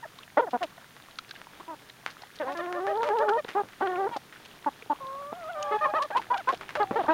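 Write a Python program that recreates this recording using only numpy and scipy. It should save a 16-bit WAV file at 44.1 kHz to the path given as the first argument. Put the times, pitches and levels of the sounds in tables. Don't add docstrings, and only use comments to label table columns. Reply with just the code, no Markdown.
import sys
import numpy as np
from scipy import signal
from scipy.fft import rfft, irfft, next_fast_len
from scipy.io import wavfile

SR = 44100
rng = np.random.default_rng(int(sys.argv[2]) if len(sys.argv) > 2 else 0)


def dump(signal):
    limited = np.clip(np.atleast_2d(signal).T, -1, 1)
    pcm = np.round(limited * 32767).astype(np.int16)
    wavfile.write(sys.argv[1], SR, pcm)


N = 314609
TIME = np.arange(N) / SR

# [f/Hz, density/dB]
AIR_SPECTRUM = [(50, -23), (120, 4), (300, -3), (500, -31), (1400, -6), (3500, -12), (7000, -14.5),
                (15500, -20)]
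# [f/Hz, density/dB]
RUSTLE_SPECTRUM = [(150, 0), (400, 3.5), (1700, 1.5), (2500, -4), (3500, -2), (7000, -25), (12000, -22.5)]
# [f/Hz, density/dB]
RUMBLE_SPECTRUM = [(25, -16), (60, -7.5), (125, 2), (200, -5), (400, 1.5), (1000, -51), (3000, -68)]
# [t/s, rustle level/dB, rumble level/dB]
SHUFFLE_LEVELS = [(0.0, -61, -70.5), (6.23, -58.5, -60.5), (7.13, -54, -47)]

# [t/s, peak level/dB, ring f/Hz, relative crumb level/dB]
BEAK_STRIKES = [(0.5764, -41, 1380, -27), (0.63, -25, 1750, -39), (0.9658, -39.5, 1600, -17),
                (1.0007, -42.5, 1380, -22), (1.4163, -33, 1500, -36), (1.8212, -45, 1410, -18),
                (2.063, -18.5, 1540, -21), (2.7268, -25, 1390, -23), (2.8683, -26, 1180, -17),
                (3.032, -22, 1227, -15), (3.0892, -23.5, 1184, -22), (3.483, -35, 1890, -3.5),
                (3.6876, -39.5, 1800, -16), (3.733, -40, 1730, -28), (4.3258, -38, 1690, -9.5),
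                (4.8229, -49, 2030, -8), (5.85, -36, 1110, -11), (6.1789, -27, 1100, -42),
                (6.217, -33.5, 1570, -14.5), (6.4907, -21, 1100, -14.5), (6.6114, -30, 1080, -15.5),
                (6.692, -30.5, 1680, -14.5), (6.7073, -33, 1600, -19), (6.754, -22.5, 1350, -14.5)]
# [t/s, peak level/dB, lower mouth f/Hz, upper mouth f/Hz]
BEAK_SMACKS = [(0.186, -27.5, 1120, 3900), (0.778, -28.5, 680, 1630), (1.186, -15, 1280, 4100),
               (1.291, -29, 1550, 4400), (1.309, -21.5, 1560, 4100), (1.353, -29, 1620, 3200),
               (1.3597, -25.5, 1630, 3100), (1.897, -25, 1790, 3900), (2.219, -28, 1340, 4250),
               (2.234, -28.5, 830, 1870), (3.871, -18, 1410, 3200), (3.956, -28, 2060, 2700),
               (4.822, -24.5, 444, 2170), (5.626, -18, 2726, 6490)]
# [t/s, peak level/dB, ring f/Hz]
STRAW_SNAPS = [(0.5084, -42.5, 3180), (0.6315, -33, 2690), (2.1036, -41.5, 4000), (2.357, -46, 4260),
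               (2.522, -41, 2620), (2.573, -43, 3700), (3.071, -41, 2760), (3.1863, -39.5, 2760),
               (3.29, -38, 2800), (4.1654, -43, 4000), (4.4515, -41.5, 2900), (6.0223, -31.5, 3470),
               (6.169, -34, 2380), (6.1805, -37, 2410), (6.3737, -37.5, 2800), (6.524, -38.5, 2700),
               (6.545, -42.5, 3260)]
# [t/s, peak level/dB, ring f/Hz]
BODY_BUMPS = [(0.577, -51, 280), (3.487, -35.5, 295), (3.635, -36.5, 280), (4.092, -32.5, 432),
              (4.861, -48, 220), (5.03, -47.5, 129), (6.189, -40, 273), (6.91, -25, 314)]

# [f/Hz, level/dB]
THROAT_COLOUR = [(150, 7), (300, 14.5), (600, 5), (1000, 3.5), (1800, -0.5), (2200, -10), (3400, -13),
                 (5000, -24.5), (8000, -32.5)]
# [start t/s, length/s, f/Hz, glide/semitones, level/dB, throat f/Hz, brightness/(dB/octave)]
WHIMPER_NOTES = [ (0.028, 0.022, 918, -2, -40.5, 1250, -1.5), (0.052, 0.011, 655, 0, -42, 790, 2),
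                 (2.587, 0.027, 610, -1, -34.5, 640, 19.5), (2.745, 0.054, 598, 1, -37.5, 805, 2),
                 (2.872, 0.059, 630, 1.5, -31.5, 665, 12), (3.042, 0.064, 602, 0, -33, 700, 5),
                 (3.197, .062, 608, 1.5, -29.5, 637, 11), (3.226, 0.027, 690, -6, -35.5, 1410, -19),
                 (3.37, .036, 618, 0, -30, 664, 11), (4.944, 0.021, 540, 4, -52, 1050, -6),
                 (5.811, 0.0585, 618, -1.5, -26.5, 940, 5), (5.875, 0.039, 622, 1, -35.5, 960, -5),
                 (5.996, 0.039, 558, 3, -28.5, 1010, 0.5), (6.034, 0.028, 605, -0.5, -36, 950, -3),
                 (6.768, 0.036, 610, -3, -33.5, 690, 5.5), (6.842, 0.14, 800, 1, -46, 770, -6),
                 (6.927, 0.045, 595, 3, -37.5, 500, 4), (7.053, .024, 920, -12, -39.5, 1026, 3), ]
# [start t/s, length/s, f/Hz, glide/semitones, level/dB, throat f/Hz, brightness/(dB/octave)]
CHIRP_NOTES = [ (5.944, 0.052, 648, 0.74, -26.5, 895, 7), (6.118, 0.053, 839, -0.79, -37, 1140, 0.5),
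               (6.33, 0.041, 825, -2, -32, 1100, -2.5), (6.375, 0.038, 790, -1.8, -37, 960, 7.5), ]
# [start t/s, length/s, f/Hz, glide/semitones, level/dB, throat f/Hz, brightness/(dB/octave)]
PIP_NOTES = [ (4.108, 0.064, 457, -2, -32, 920, 15.5), (5.846, 0.034, 546, 0.5, -21.5, 1080, -1),
             (6.148, 0.04, 496.6, 2.5, -17.5, 970, 6), (6.19, 0.015, 455, -2, -28, 870, 3),
             (6.302, .036, 502, 1.5, -18, 1023, 1.5), (6.336, 0.022, 473, -2, -23, 885, 10),
             (6.473, 0.041, 523, 2, -17.5, 1090, 1), ]
# [t/s, f/Hz, level/dB]
LOW_WHINE_CURVE = [(5.005, 548, -45), (5.027, 526, -42.5), (5.159, 549, -42), (5.311, 586, -45.5),
                   (5.327, 657, -47.5), (5.373, 723.3, -47.5), (5.481, 614.5, -42), (5.503, 746, -37),
                   (5.527, 676, -46), (5.575, 603, -38.5), (5.739, 573, -37.5), (5.765, 600, -45)]
# [t/s, f/Hz, level/dB]
HIGH_WHINE_CURVE = [(5.55, 747, -49.5), (5.75, 857, -39), (5.836, 850.0, -43), (5.918, 828, -40.5),
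                    (5.99, 910, -37)]
# [t/s, f/Hz, level/dB]
RISING_MOAN_CURVE = [(2.55, 350.5, -41), (2.578, 335.8, -39), (2.664, 353.3, -38), (2.798, 358.1, -36.5),
                     (2.864, 398.5, -34.5), (2.938, 401, -34), (3.01, 475, -30.5), (3.032, 458, -31.5),
                     (3.058, 477.7, -41), (3.08, 473.6, -37), (3.108, 404.8, -28.5), (3.16, 478, -29.5),
                     (3.19, 425.5, -30), (3.22, 457.4, -27.5), (3.244, 434.7, -35), (3.3, 407, -27),
                     (3.37, 486.9, -29), (3.378, 481, -31)]
# [t/s, f/Hz, level/dB]
SAGGING_MOAN_CURVE = [(3.824, 375, -27), (3.848, 399, -31), (3.876, 362, -32), (3.918, 370.6, -34.5),
                      (3.97, 351.5, -34.5), (3.996, 380, -31), (4.06, 394.6, -31), (4.078, 473, -31.5),
                      (4.081, 457, -35)]
# [start t/s, length/s, f/Hz, glide/semitones, level/dB, throat f/Hz, brightness/(dB/octave)]
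CLUCK_NOTES = [ (0.532, 0.036, 254.8, -1.5, -24.5, 764, -0.5), (1.598, 0.018, 347, 7, -43, 1090, -1.5),
               (1.679, 0.067, 328, -1, -38, 990, -2), (2.4, .048, 282, -5, -30.5, 540, 8),
               (2.448, 0.1, 278, 3.5, -35.5, 670, 1.5), (2.472, 0.056, 362, 4, -34.5, 810, 8),
               (3.551, 0.069, 412, 1.5, -25, 940, -3.5), (5.712, 0.06, 435, 0.5, -26, 670, 5.5),
               (6.799, 0.0436, 420.6, -1, -22.5, 730, 3.5), (6.957, 0.029, 465, 3, -24.5, 675, 3.5),
               (6.987, 0.034, 360, -5.5, -25, 693, 3), ]
# [start t/s, length/s, f/Hz, glide/semitones, level/dB, throat f/Hz, brightness/(dB/octave)]
HOLLOW_CLUCK_NOTES = [ (4.662, 0.029, 289, -1.45, -23, 904, -3),
                      (4.899, 0.034, 293.4, -0.96, -23.5, 913, -3.5), ]
# [start t/s, length/s, f/Hz, glide/semitones, level/dB, throat f/Hz, brightness/(dB/octave)]
SQUAWK_NOTES = [ (0.371, 0.022, 297, 5, -16, 720, 2.5), (0.393, .017, 457, -1, -17.5, 950, -3),
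                (3.808, 0.016, 294, 4.5, -24.5, 860, 1), (7.082, 0.049, 322.7, 1.5, -18, 830, 0.5), ]
# [start t/s, length/s, f/Hz, glide/semitones, level/dB, throat f/Hz, brightness/(dB/octave)]
COO_NOTES = [ (0.409, 0.051, 492, -6, -30, 626, 6), (0.465, 0.029, 343, -6.5, -33.5, 700, 7),
             (0.609, 0.048, 351, -3.5, -28, 660, 8), ]
# [start t/s, length/s, f/Hz, glide/semitones, level/dB, throat f/Hz, brightness/(dB/octave)]
GRUNT_NOTES = [ (3.281, 0.0237, 286, -3.5, -29, 1380, -2), (3.446, 0.0073, 254, 2.5, -35.5, 390, 12),
               (4.162, 0.013, 254.4, -7.5, -30.5, 740, 3), (5.322, 0.013, 235, -2.5, -35, 870, -6.5),
               (5.937, 0.0056, 368, 4.5, -24.5, 880, -3.5), (6.103, 0.018, 281, -5.5, -35, 680, 10.5),
               (6.524, 0.0217, 253, -6, -32, 690, 0), (6.753, 0.017, 314, 5, -30.5, 735, 14),
               (7.034, 0.018, 268, -6, -34.5, 670, 7), ]

AIR_DB = -57
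WHISTLE_HZ, WHISTLE_DB = 15371, -79.5
NOTCH_HZ, CUTOFF_HZ = 7700, 15850
FLUTTER_DB = 4.5
PULSE_SPREAD = 0.64
VOICE_FLOOR_HZ = 166
QUAVER_PER_S = 75


def from_db(db):
    return 10 ** (np.asarray(db) / 20)


def rms_one(x):
    return x / np.sqrt(np.mean(x ** 2) + 1e-20)


def at_hz(points, hz):
    freq, db = np.transpose(points)
    return np.interp(np.log(np.maximum(hz, 1)), np.log(freq), db)


def coloured(x, spectrum):
    size = next_fast_len(len(x))
    hz = np.arange(size // 2 + 1) * SR / size
    shaped = irfft(rfft(x, size) * from_db(at_hz(spectrum, hz)), size)
    return rms_one(shaped[:len(x)])


def drift(t, rate):
    steps = (t - t[0]) * rate
    return np.interp(steps, np.arange(4096), rng.standard_normal(4096))


def resonate(x, hz, q):
    hz = np.clip(hz, 20, SR / 3)
    r = np.exp(-np.pi * hz / (q * SR))
    zeros = np.array([1, 0, -1]) * (1 - r * r) / 2
    poles = [1, -2 * r * np.cos(2 * np.pi * hz / SR), r * r]
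    return signal.lfilter(zeros, poles, x + 1e-18)


def low_pass(x, hz, order=2):
    return signal.sosfilt(signal.butter(order, min(hz, SR / 2 - 1), fs=SR, output="sos"), x)


def grains(size, per_s, spread_db):
    heights = from_db(spread_db * np.minimum(rng.exponential(1, size), 4))
    heights = heights * rng.choice([-1, 1], size)
    return heights * (rng.random(size) < per_s / SR)


def add(out, s, sound):
    start = int(np.clip(round(s * SR), 0, N))
    out[start:start + len(sound)] += sound[:N - start]


def still_air():
    return from_db(AIR_DB) * coloured(rng.standard_normal(N), AIR_SPECTRUM)


def shuffling(rustle_db, tick_db, rumble_db, patchy_db):
    s, *columns = np.transpose(SHUFFLE_LEVELS)
    straw_db, low_db = [np.interp(TIME, s, c) for c in columns]
    clump_db = patchy_db * drift(TIME, 30)
    rustle = coloured(grains(N, 2500, 0.84), RUSTLE_SPECTRUM) * from_db(rustle_db + clump_db)
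    stalks = sum(resonate(grains(N, 6, 4), hz, 6) for hz in np.geomspace(700, 7000, 16))
    ticks = from_db(tick_db) * coloured(stalks, RUSTLE_SPECTRUM)
    straw = low_pass(rustle + ticks, 9500, order=4)
    rumble = coloured(rng.standard_normal(N), RUMBLE_SPECTRUM)
    return straw * from_db(straw_db) + rumble * from_db(low_db + rumble_db)


def yard(x, wet_db, t60):
    t = np.arange(SR // 3) / SR
    scatter = low_pass(rng.standard_normal(len(t)), 5200)
    scatter = scatter * from_db(-60 * t / t60) * (t > .003)
    scatter = scatter / np.linalg.norm(scatter)
    return x + from_db(wet_db) * signal.fftconvolve(x, scatter)[:N]


def strike(hz, q, soft_hz, crumbs_db, crumbs_s):
    t = np.arange(SR // 8) / SR
    crumbling = rms_one(grains(len(t), 3000, 5.5)) * np.exp(-t / crumbs_s) / 4
    force = from_db(crumbs_db) * crumbling
    click = signal.unit_impulse(len(t))
    clean, crumbs = low_pass(resonate(np.array([click, force]), hz, q), soft_hz, order=1)
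    return (clean + crumbs) / abs(clean).max()


def smack(low_hz, high_hz, q, swell_s):
    t = np.arange(SR // 25) / SR
    fizz = rng.standard_normal(len(t)) * t * np.exp(-t / swell_s)
    ringing = resonate(fizz, low_hz, q) - 0.74 * resonate(fizz, high_hz, q)
    sound = low_pass(ringing, 7200)
    return sound / abs(sound).max()


def feeding(peck_db, snap_db, bump_db, smack_db):
    out = np.zeros(N)
    for s, db, hz in BODY_BUMPS:
        thud = strike(hz, q=0.37, soft_hz=506, crumbs_db=-13, crumbs_s=0.018)
        add(out, s, from_db(db + bump_db) * low_pass(thud, 3100))
    for s, db, hz in STRAW_SNAPS:
        snap = strike(hz, q=2.14, soft_hz=5030, crumbs_db=-2, crumbs_s=0.0087)
        add(out, s, from_db(db + snap_db) * snap)
    for s, db, low_hz, high_hz in BEAK_SMACKS:
        add(out, s, from_db(db + smack_db) * smack(low_hz, high_hz, q=7.7, swell_s=0.0015))
    for s, db, hz, crumbs_db in BEAK_STRIKES:
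        peck = strike(hz, q=1.17, soft_hz=1340, crumbs_db=crumbs_db, crumbs_s=0.027)
        add(out, s, from_db(db + peck_db) * peck)
    return out


def call(rows, q, jitter, doubling, rasp_db, treble_db, edge_s):
    s, *columns = np.transpose(rows)
    t = np.arange(s[0] - edge_s / 2, s[-1] + edge_s / 2, 1 / SR)
    pitch, level_db, throat_hz, brightness = [np.interp(t, s, c) for c in columns]
    unsteady_pitch = pitch * (1 + jitter * (drift(t, 400) + drift(t, 58.2)))
    phase = 2 * np.pi * np.cumsum(unsteady_pitch) / SR
    k = np.arange(1, 25)[:, None]
    hz = k * pitch
    throat = 1 / (1 + 1j * q * (hz / throat_hz - throat_hz / hz))
    opening_db = brightness * np.log2(np.minimum(hz, 1900) / 800)
    snap_db = treble_db * np.clip((hz - 1800) / 500, 0, 1)
    flutter_db = FLUTTER_DB * np.minimum(hz / 1500, 1) * np.array([drift(t, 110.4) for _ in k])
    colour_db = at_hz(THROAT_COLOUR, hz) + opening_db + snap_db + flutter_db
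    partials = abs(throat) * from_db(colour_db)
    partials = partials / np.sqrt(np.sum(partials ** 2, axis=0) / 2)
    lag = PULSE_SPREAD * np.angle(throat)
    buzz = np.sum(partials * np.cos(k * phase + lag), axis=0)
    buzz = buzz * (1 + doubling * (np.cos(phase / 2) + drift(t, 310) / 2))
    puffs = rng.standard_normal(len(t)) * (1 + np.cos(phase))
    rasp = coloured(resonate(puffs, np.mean(throat_hz), 3.7), THROAT_COLOUR)
    fade = np.clip(np.minimum(t - t[0], t[-1] - t) / edge_s, 0, 1)
    return from_db(level_db) * np.sin(fade * np.pi / 2) * (buzz + from_db(rasp_db) * rasp)


def hens(calls, gain_db, edge_s, **voice):
    out = np.zeros(N)
    for rows in calls:
        add(out, rows[0][0] - edge_s / 2, call(rows, edge_s=edge_s, **voice))
    return from_db(gain_db) * out


def notes(table, peak_at, swell_db, arch_semitones, dulling_db):
    u = np.linspace(0, 1, 25)
    peak = np.clip(peak_at, .05, .95)
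    slack = np.maximum((peak - u) / peak, (u - peak) / (1 - peak)) ** 2
    calls = []
    for s, length, hz, glide, db, throat_hz, brightness in table:
        semitones = glide * (u - .5) - arch_semitones * slack
        calls.append(np.column_stack([s + length * u, hz * 2 ** (semitones / 12), db - swell_db * slack,
                                      np.full_like(u, throat_hz), brightness - dulling_db * slack]))
    return calls


def held(curves, rest_hz, throat_hz, throat_follows, brightness_db, brightness_db_per_octave,
         opening_db, closing_s, quaver):
    calls = []
    for s, pitch, db in map(np.transpose, curves):
        t = np.linspace(s[0], s[-1], 400)
        pitch = np.interp(t, s, pitch)
        octaves = np.log2(pitch / rest_hz)
        wobble = 1 + quaver * np.maximum(octaves, 0) * drift(t, QUAVER_PER_S)
        onset = opening_db * np.exp(-(t - t[0]) / closing_s)
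        brightness = brightness_db + brightness_db_per_octave * octaves + onset
        throat = throat_hz * 2 ** (throat_follows * octaves)
        calls.append(np.column_stack([t, pitch * wobble, np.interp(t, s, db), throat, brightness]))
    return calls


def begging():
    calls = held([LOW_WHINE_CURVE, HIGH_WHINE_CURVE], rest_hz=554, throat_hz=1031, throat_follows=.2,
                 brightness_db=-10, brightness_db_per_octave=4.5, opening_db=-0.5, closing_s=0.37,
                 quaver=0.0252)
    whines = hens(calls, gain_db=4, q=25, jitter=0.0092, doubling=0.017, rasp_db=-17.5,
                  treble_db=9, edge_s=0.0051)
    whimpers = hens(notes(WHIMPER_NOTES, peak_at=0.54, swell_db=6, arch_semitones=1.42, dulling_db=5),
                    gain_db=3.0, q=19.6, jitter=0.014, doubling=0.026, rasp_db=-15.5,
                    treble_db=-2, edge_s=0.00542)
    chirps = hens(notes(CHIRP_NOTES, peak_at=0.494, swell_db=2.5, arch_semitones=2.89, dulling_db=4.5),
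                  gain_db=1.5, q=11, jitter=0.012, doubling=0.041, rasp_db=-14,
                  treble_db=1.5, edge_s=0.005)
    pips = hens(notes(PIP_NOTES, peak_at=0.47, swell_db=12.5, arch_semitones=0.5, dulling_db=5.5),
                gain_db=-3, q=16, jitter=0.011, doubling=0.18, rasp_db=-11.5,
                treble_db=8.5, edge_s=0.0032)
    return whines + whimpers + chirps + pips


def moaning():
    calls = held([RISING_MOAN_CURVE, SAGGING_MOAN_CURVE], rest_hz=355, throat_hz=522, throat_follows=2.05,
                 brightness_db=3, brightness_db_per_octave=-27, opening_db=5, closing_s=0.092, quaver=0.048)
    return hens(calls, gain_db=4.0, q=3.8, jitter=0.016, doubling=0.05, rasp_db=-21,
                treble_db=-4, edge_s=0.0056)


def clucking():
    clucks = hens(notes(CLUCK_NOTES, peak_at=0.3, swell_db=5.5, arch_semitones=1.2, dulling_db=3.5),
                  gain_db=1.5, q=4.7, jitter=0.016, doubling=0.05, rasp_db=-16.5,
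                  treble_db=0, edge_s=0.00378)
    hollow = hens(notes(HOLLOW_CLUCK_NOTES, peak_at=0.15, swell_db=7.5, arch_semitones=0.25, dulling_db=1),
                  gain_db=1.5, q=10, jitter=0.0099, doubling=0.02, rasp_db=-16,
                  treble_db=-1, edge_s=0.0037)
    squawks = hens(notes(SQUAWK_NOTES, peak_at=0.26, swell_db=5.5, arch_semitones=0.55, dulling_db=-3.5),
                   gain_db=-0.5, q=3.2, jitter=0.019, doubling=0.02, rasp_db=-20,
                   treble_db=-1.5, edge_s=0.00203)
    coos = hens(notes(COO_NOTES, peak_at=0.39, swell_db=14, arch_semitones=1.55, dulling_db=14),
                gain_db=1.5, q=5.4, jitter=0.016, doubling=0.03, rasp_db=-16,
                treble_db=-10, edge_s=0.0036)
    grunts = hens(notes(GRUNT_NOTES, peak_at=0.18, swell_db=8, arch_semitones=0.5, dulling_db=4),
                  gain_db=0.5, q=6.9, jitter=0.039, doubling=0.18, rasp_db=-1,
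                  treble_db=3.5, edge_s=0.00307)
    return clucks + hollow + squawks + coos + grunts


def scene():
    ground = shuffling(rustle_db=3.5, tick_db=2.0, rumble_db=-3.5, patchy_db=2.5)
    low_cut = signal.butter(2, VOICE_FLOOR_HZ, "high", fs=SR, output="sos")
    voices = signal.sosfiltfilt(low_cut, begging() + moaning() + clucking())
    flock = voices + feeding(peck_db=6.0, snap_db=5.5, bump_db=8, smack_db=-7.5)
    return (yard(flock, wet_db=-29.0, t60=0.083) + ground + still_air())[None]


def record(dry):
    whistle = from_db(WHISTLE_DB) * np.sqrt(2) * np.sin(2 * np.pi * WHISTLE_HZ * TIME)
    notched = dry + whistle - .85 * resonate(dry, NOTCH_HZ, 16)
    return signal.sosfilt(signal.ellip(12, .1, 80, CUTOFF_HZ, fs=SR, output="sos"), notched)


dry = scene()
out = record(dry)
dump(out)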